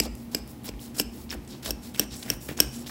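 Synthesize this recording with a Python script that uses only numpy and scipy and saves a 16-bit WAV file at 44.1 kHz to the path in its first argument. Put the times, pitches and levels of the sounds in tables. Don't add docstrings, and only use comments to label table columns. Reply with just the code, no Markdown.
import sys
import numpy as np
from scipy import signal
from scipy.fft import rfft, irfft
from scipy.io import wavfile
from scipy.ndimage import uniform_filter1d

SR = 44100
rng = np.random.default_rng(int(sys.argv[2]) if len(sys.argv) > 2 else 0)


def voltage_ratio(level):
    return 10 ** (np.asarray(level, float) / 20)


def materialize(psi):
    bounded = np.clip(np.atleast_2d(psi).T, -1, 1)
    quanta = np.round(bounded * 32767).astype(np.int16)
    wavfile.write(sys.argv[1], SR, quanta)


N = 127890

RISE_S = .0002


def at_hz(points, hz):
    table = np.array(points)
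    return np.interp(np.log(hz), np.log(table[:, 0]), table[:, 1])


def rms_one(x):
    return x / np.sqrt(np.mean(x ** 2) + 1e-20)


def ring(clicks, hz, t60):
    decay = voltage_ratio(-60 / (t60 * SR))
    turn = 2 * np.pi * hz / SR
    return signal.lfilter([0, np.sin(turn)], [1, -2 * decay * np.cos(turn), decay * decay], clicks + 1e-18)


def colour(x, spectrum):
    hz = np.arange(N // 2 + 1) * SR / N + 1
    gain = voltage_ratio(at_hz(spectrum, hz)) * (hz > spectrum[0][0] / 2)
    return rms_one(irfft(rfft(x) * gain, N))


def smooth_twice(x, size):
    return uniform_filter1d(uniform_filter1d(x, size=size), size=size)


def add(out, s, x):
    i = max(int(s * SR), 0)
    out[i:i + len(x)] += x[:N - i]


def fridge():
    # (pitch_hz, width_hz, level_db)
    hum_lines = [(72.9, 5.3, -51.5), (128.3, 28, -50.5), (206.5, 21, -51), (236.53, 12.3, -44.5),
                 (280.7, 95, -49.5), (355.8, 12.7, -56), (828, 23, -65)]
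    # (pitch_hz, level_db per Hz)
    air = [(18, -37), (30, -9.5), (259, -12.5), (962, -24), (1720, -32.5), (1860, -29.5), (7270, -40),
           (14800, -38.5), (16000, -42)]
    hum = np.zeros(N)
    for hz, width_hz, db in hum_lines:
        t60 = 2.4 / width_hz
        noise = rng.standard_normal(N + SR)
        line = ring(ring(noise, hz, t60), hz, t60)[SR:]
        hum += voltage_ratio(db) * rms_one(line)
    return hum + voltage_ratio(-48) * colour(rng.standard_normal(N), air)


def counter():
    # (swell_top_s, level_db, pitch_hz)
    rocks = [(0.029, -36, 58), (0.112, -36, 53.4), (0.419, -43, 57), (0.748, -37.5, 51.6),
             (1.066, -41, 55.5), (1.378, -40.5, 55.5), (1.715, -36, 52.3), (1.769, -48, 49),
             (2.04, -47, 55.4), (2.11, -45, 59.3), (2.35, -42, 51.3), (2.655, -35.5, 59), (2.31, -43, 123),
             (2.522, -48.5, 151), (2.667, -41.5, 132)]
    swell_s = 0.026
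    t, out = np.arange(N) / SR, np.zeros(N)
    for s, db, hz in rocks:
        swell = np.exp(-.5 * ((t - s) / swell_s) ** 2)
        out += voltage_ratio(db + 5.0) * swell * np.sin(2 * np.pi * hz * (t - s))
    return out


def kitchen(x):
    # (pitch_hz, level_db)
    wall_colour = [(300, 2), (1500, 2.5), (2550, 4.5), (3200, -2), (5400, -0.8), (8300, -0.5), (12500, -1),
                   (16000, -3)]
    wall_cut_hz, low_t60_s, top_t60_s = 7000, .45, .22
    t, noise = np.arange(SR // 2) / SR, rng.standard_normal(SR // 2)
    dull = signal.sosfilt(signal.butter(2, wall_cut_hz, fs=SR, output="sos"), noise)
    tail = dull * voltage_ratio(-60 * t / low_t60_s) + (noise - dull) * voltage_ratio(-60 * t / top_t60_s)
    tail = tail * np.clip((t - .003) / 0.0039, 0, 1)
    gain = voltage_ratio(at_hz(wall_colour, np.arange(len(t) // 2 + 1) * SR / len(t) + 1))
    echoes = irfft(rfft(tail) * gain, len(t)) * (t > .002)
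    return signal.fftconvolve(x, echoes)[:N]


def thuds():
    # (start_s, level_db, way: negative when pulled first)
    knocks = [(.004, -20, 1), (0.3498, -23, 1), (0.6926, -28.5, -1), (1.0013, -20.5, 1), (1.3502, -35, -1),
              (1.709, -26, 1), (1.9985, -20.5, 1), (2.3044, -25, 1), (2.491, -26.5, 1), (2.514, -31, 1),
              (2.6048, -18.5, 1)]
    # (pitch_hz, level_db, t60_s)
    dish = [(211.3, -7, 0.08), (300, -9, 0.16), (379, 13, 0.011), (480, -62, 0.0047)]
    out, t = np.zeros(N), np.arange(6000) / SR
    swing = sum(voltage_ratio(db - 60 * t / t60) * np.cos(2 * np.pi * hz * t) for hz, db, t60 in dish)
    swing = swing * (1 - np.exp(-t / 0.0011))
    for s, db, way in knocks:
        add(out, s, np.sign(way) * voltage_ratio(db) * swing)
    return out


def clinks():
    # (start_s, peak_db, main_ring_hz, upper_rings_db, top_rings_db)
    hits = [
        (.0006, -6.5, 4916, 1, -9.5),
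        (0.3474, -10.5, 4990, 0.5, -6),
        (0.6899, -27.5, 5070, 0, -20),
        (0.998, -8, 5200, 0.5, -3.5),
        (1.3049, -21.5, 5190, -14, -25),
        (1.7067, -14.5, 5530, -2, -3.5),
        (1.9953, -5.5, 5505, 1, -3.5),
        (2.301, -8, 5530, -4.5, -7.5),
        (2.602, 1, 5516, -2.5, -6),
    ]
    # (pitch_hz, level_db, t60_s, follow: how far it follows the main ring, 0-1)
    blade = [(1635, -25.5, 0.011, 0), (2615, -19.5, 0.02, 0.84), (3020, -13, 0.0046, 1),
             (4600, -26, 0.015, 0.75), (5484, -4, 0.0076, 0.83), (6046, -9.5, 0.0034, 0.46),
             (7530, -16, 0.0057, 0), (8370, -10, 0.0099, 0.84), (9340, -16, 0.0043, 1),
             (12300, -3.5, 0.0037, 0.43), (13040, -7, 0.004, 0.4), (3050, -20, 0.0027, 0.94),
             (12670, -3.5, 0.002, 0.24), (15200, -12.5, 0.0051, 0.1)]
    main_hz, upper_hz, top_hz = 5460, 7000, 10500
    contact_s, grit, crack_db, mode_spread_db = .0004, .4, -9, 1.5
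    echo_s, echo_db = .0036, -10
    out, t = np.zeros(N), np.arange(6000) / SR
    touch = np.exp(-t / contact_s) * (1 - np.exp(-(t / RISE_S) ** 2))
    for lag, loss_db in [(0, 0), (echo_s, echo_db)]:
        for s, db, hz, upper_db, top_db in hits:
            noise, luck = rng.standard_normal(6000), rng.standard_normal(len(blade))
            gritty = noise * touch
            crack = np.diff(gritty, prepend=0) * .4 + gritty
            for k, (mode_hz, mode_db, t60, follow) in enumerate(blade):
                f = mode_hz * (hz / main_hz) ** follow
                push = touch * np.cos(2 * np.pi * f * t + luck[k])
                x = ring(push + grit * crack, f, t60)
                extra_db = top_db if mode_hz > top_hz else upper_db * (mode_hz > upper_hz)
                level_db = db + loss_db + mode_db + extra_db + mode_spread_db * luck[-k]
                add(out, s + lag, voltage_ratio(level_db) * x / np.abs(x).max())
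            add(out, s + lag, voltage_ratio(db + loss_db + crack_db) * crack)
    return out


def snaps():
    # (start_s, peak_db, pitch_hz, length_s)
    flakes = [(.02, -45, 12000, .001), (0.038, -34, 13100, 0.00092), (0.047, -44, 8000, 0.0018),
              (.055, -31, 14000, .001), (0.152, -36, 10500, 0.001), (0.476, -35, 12000, 0.0014),
              (0.635, -42, 11000, 0.0013), (0.644, -34, 3430, 0.0018), (0.657, -28, 12100, .0005),
              (0.679, -34, 4800, 0.0009), (0.689, -30.5, 3000, 0.0041), (.716, -42, 2500, 0.00089),
              (0.7384, -42, 2520, .001), (0.744, -51, 2500, 0.00085), (0.7934, -36.5, 3400, 0.0014),
              (0.9725, -28, 11500, 0.0005), (1.2935, -31.5, 4200, 0.00079), (1.3, -34, 6000, 0.0014),
              (1.3122, -25, 3430, 0.0013), (1.3141, -30, 2880, .0008), (1.325, -36.5, 5000, 0.0023),
              (1.342, -31, 10000, 0.00074), (1.4494, -44, 8350, .001), (1.476, -39.5, 8200, 0.0052),
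              (1.625, -45, 11000, .0008), (1.652, -43, 5500, 0.0018), (1.6587, -24, 3630, 0.0028),
              (1.659, -22.5, 8000, .003), (1.94, -42, 10000, 0.0011), (1.946, -30, 3380, 0.0015),
              (1.951, -35, 3500, 0.00079), (1.9546, -34, 2600, 0.00088), (1.961, -30, 2900, 0.00083),
              (2.14, -31, 6400, 0.0066), (2.2262, -30, 3500, 0.0012), (2.229, -26.5, 4930, 0.002),
              (2.254, -37, 7500, 0.00092), (2.281, -34, 1930, 0.0018), (2.336, -27.5, 11300, 0.00092),
              (2.4882, -25, 2370, 0.0015), (2.495, -29, 2040, 0.0038), (2.5765, -27, 6100, 0.00089),
              (2.589, -26, 1820, 0.0015), (2.597, -39, 5800, .002), (2.845, -40, 2980, 0.00059),
              (2.863, -28.5, 3430, 0.00075), (2.8675, -27, 3430, .0006), (2.8734, -29, 3200, 0.00058),
              (2.877, -33, 5300, 0.00092), (2.895, -32, 1620, 0.007)]
    ring_cycles, lift_db = 6.2, 1.5
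    out, t = np.zeros(N), np.arange(1200) / SR
    for s, db, hz, length in flakes:
        burst = rng.standard_normal(1200) * (1 - np.exp(-t / RISE_S)) * np.exp(-t / length)
        pitched = rms_one(ring(burst, hz, ring_cycles / hz))
        x = pitched + 0.28 * rms_one(np.diff(burst, prepend=0))
        add(out, s, voltage_ratio(db + lift_db) * x / np.abs(x).max())
    return out


def strokes(rows, edge_s, bands, filling):
    attack_s, release_s = edge_s
    t, out, lag = np.arange(N) / SR, np.zeros(N), int(0.013 * SR)
    for s, length, db, tilt_db, squash_db in rows:
        attack = np.sin(np.pi / 2 * np.clip((t - s) / attack_s, 0, 1)) ** 2
        past_hold = np.maximum(t - s - length + release_s, 0)
        shape = attack * np.exp(-2 * (past_hold / release_s) ** 2)
        for k, band in enumerate(bands):
            out += voltage_ratio(db + tilt_db * (k - 2.5)) * shape * band
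        late = uniform_filter1d(np.pad(shape, (lag, 0))[:N], size=600)
        out += voltage_ratio(squash_db) * late * filling
    return out


def crust():
    # (start_s, length_s, level_db, tilt_db
    # per octave, filling_squash_db)
    pushes = [(.004, 0.072, -44, -2.5, -38.5), (.308, 0.092, -47, 0, -44.5), (.632, 0.028, -56, 5.5, -48),
              (.641, 0.064, -42, -2, -46.5), (.94, 0.062, -43.5, -2, -45.5), (.978, 0.049, -35, -1, -71),
              (1.302, 0.05, -38.5, -0.5, -47), (1.622, 0.062, -40.5, -2.5, -41),
              (1.64, 0.087, -41, 0.5, -50), (1.938, 0.038, -44, -3.5, -60),
              (1.97, 0.079, -39.5, -3.7, -42.5), (2.278, 0.07, -46, -8.5, -57),
              (2.3, 0.079, -66.5, 10, -55), (2.565, 0.039, -41.5, -0.7, -37),
              (2.587, 0.059, -37.5, -4.5, -45), (2.857, 0.081, -44, -1, -58),
              (1.32, 0.033, -49, -13, -43.5), (1.655, 0.041, -45.5, -10.5, -38.5),
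              (2.483, 0.046, -47, -8, -44), (.468, 0.059, -60.5, 3.5, -65),
              (2.22, 0.073, -58, -10.5, -48.5), (2.625, 0.091, -52.5, -1, -50)]
    # (start_s, length_s, level_db, tilt_db per octave, filling_squash_db)
    pulls = [
        (.135, 0.15, -60, 4, -77),
        (.46, 0.14, -59.5, 3.5, -69),
        (.785, 0.13, -47.5, 0.5, -74),
        (1.105, 0.17, -52, 1, -55),
        (1.465, 0.15, -49, -2.3, -53.5),
        (1.81, 0.11, -44.5, -1.8, -52),
        (2.09, 0.27, -46, -1.5, -59),
        (2.39, 0.18, -45, -0.8, -58.5),
        (2.7, 0.17, -46, -2.3, -57),
    ]
    # (pitch_hz, level_db, t60_s)
    rasp = [(5640, -16, 0.01), (8100, -16.5, 0.005), (10780, -20.5, 0.015), (12360, -17.5, 0.0034),
            (15800, -16, 0.0058)]
    # (pitch_hz, level_db per Hz)
    crust_colour = [(290, -16), (500, -74), (1440, -6.5), (1600, -7.5), (2130, -8), (2690, -6.5),
                    (3750, -2.5), (16000, -3.5)]
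    flakes_per_s, flake_spread_db, rub_share = 5000, 3, .8
    patch_db, swell_db, lump_db = 2, 2.5, 3.5

    clump = np.repeat(rng.standard_normal(N // 128 + 1), 128)[:N]
    sizes = voltage_ratio(flake_spread_db * np.minimum(rng.exponential(1, N), 4)) * rng.choice([-1, 1], N)
    breaks = rng.random(N) < flakes_per_s * voltage_ratio(2.2 * clump) / SR
    flakes = rms_one(sizes * breaks)
    rub = flakes + rub_share * rng.standard_normal(N)
    sing = sum(voltage_ratio(db) * rms_one(ring(rub, hz, t60)) for hz, db, t60 in rasp)

    grain = rfft(colour(rub, crust_colour) + sing)
    octave = np.clip(np.log2((np.arange(len(grain)) + 1) * SR / N / 1000), 0, 4)
    patches = smooth_twice(rng.standard_normal((5, N)), 300)
    swells = smooth_twice(rng.standard_normal((5, N)), 2500)
    bands = []
    for k in range(5):
        band = irfft(grain * np.clip(1 - abs(octave - k), 0, 1), N)
        patch = rms_one(patches[k] + patches.mean(0) / 2)
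        bands.append(band * voltage_ratio(patch_db * patch + swell_db * rms_one(swells[k])))

    soft = signal.sosfilt(signal.butter(2, (122, 850), "band", fs=SR, output="sos"), flakes)
    filling = rms_one(soft * voltage_ratio(lump_db * rms_one(patches[0])))
    return strokes(pushes, (.012, .022), bands, filling) + strokes(pulls, (.04, .09), bands, filling)


def scene():
    hits = clinks() + thuds()
    steady = snaps() + crust()
    steady = steady + voltage_ratio(-45) * kitchen(hits + steady) + counter() + fridge()
    top_cut = signal.ellip(10, .5, 50, 15800, fs=SR, output="sos")
    return (hits + signal.sosfilt(top_cut, steady))[None]


def low_pass(x):
    return signal.sosfilt(signal.butter(12, 16740, fs=SR, output="sos"), x)


def record(dry):
    rounded = 2 * np.tanh(dry / 2)
    x = signal.sosfilt(signal.butter(3, 40, "high", fs=SR, output="sos"), rounded)
    x = signal.sosfilt(signal.ellip(10, .5, 70, 16650, fs=SR, output="sos"), x)
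    return low_pass(x)


dry = scene()
out = record(dry)
materialize(out)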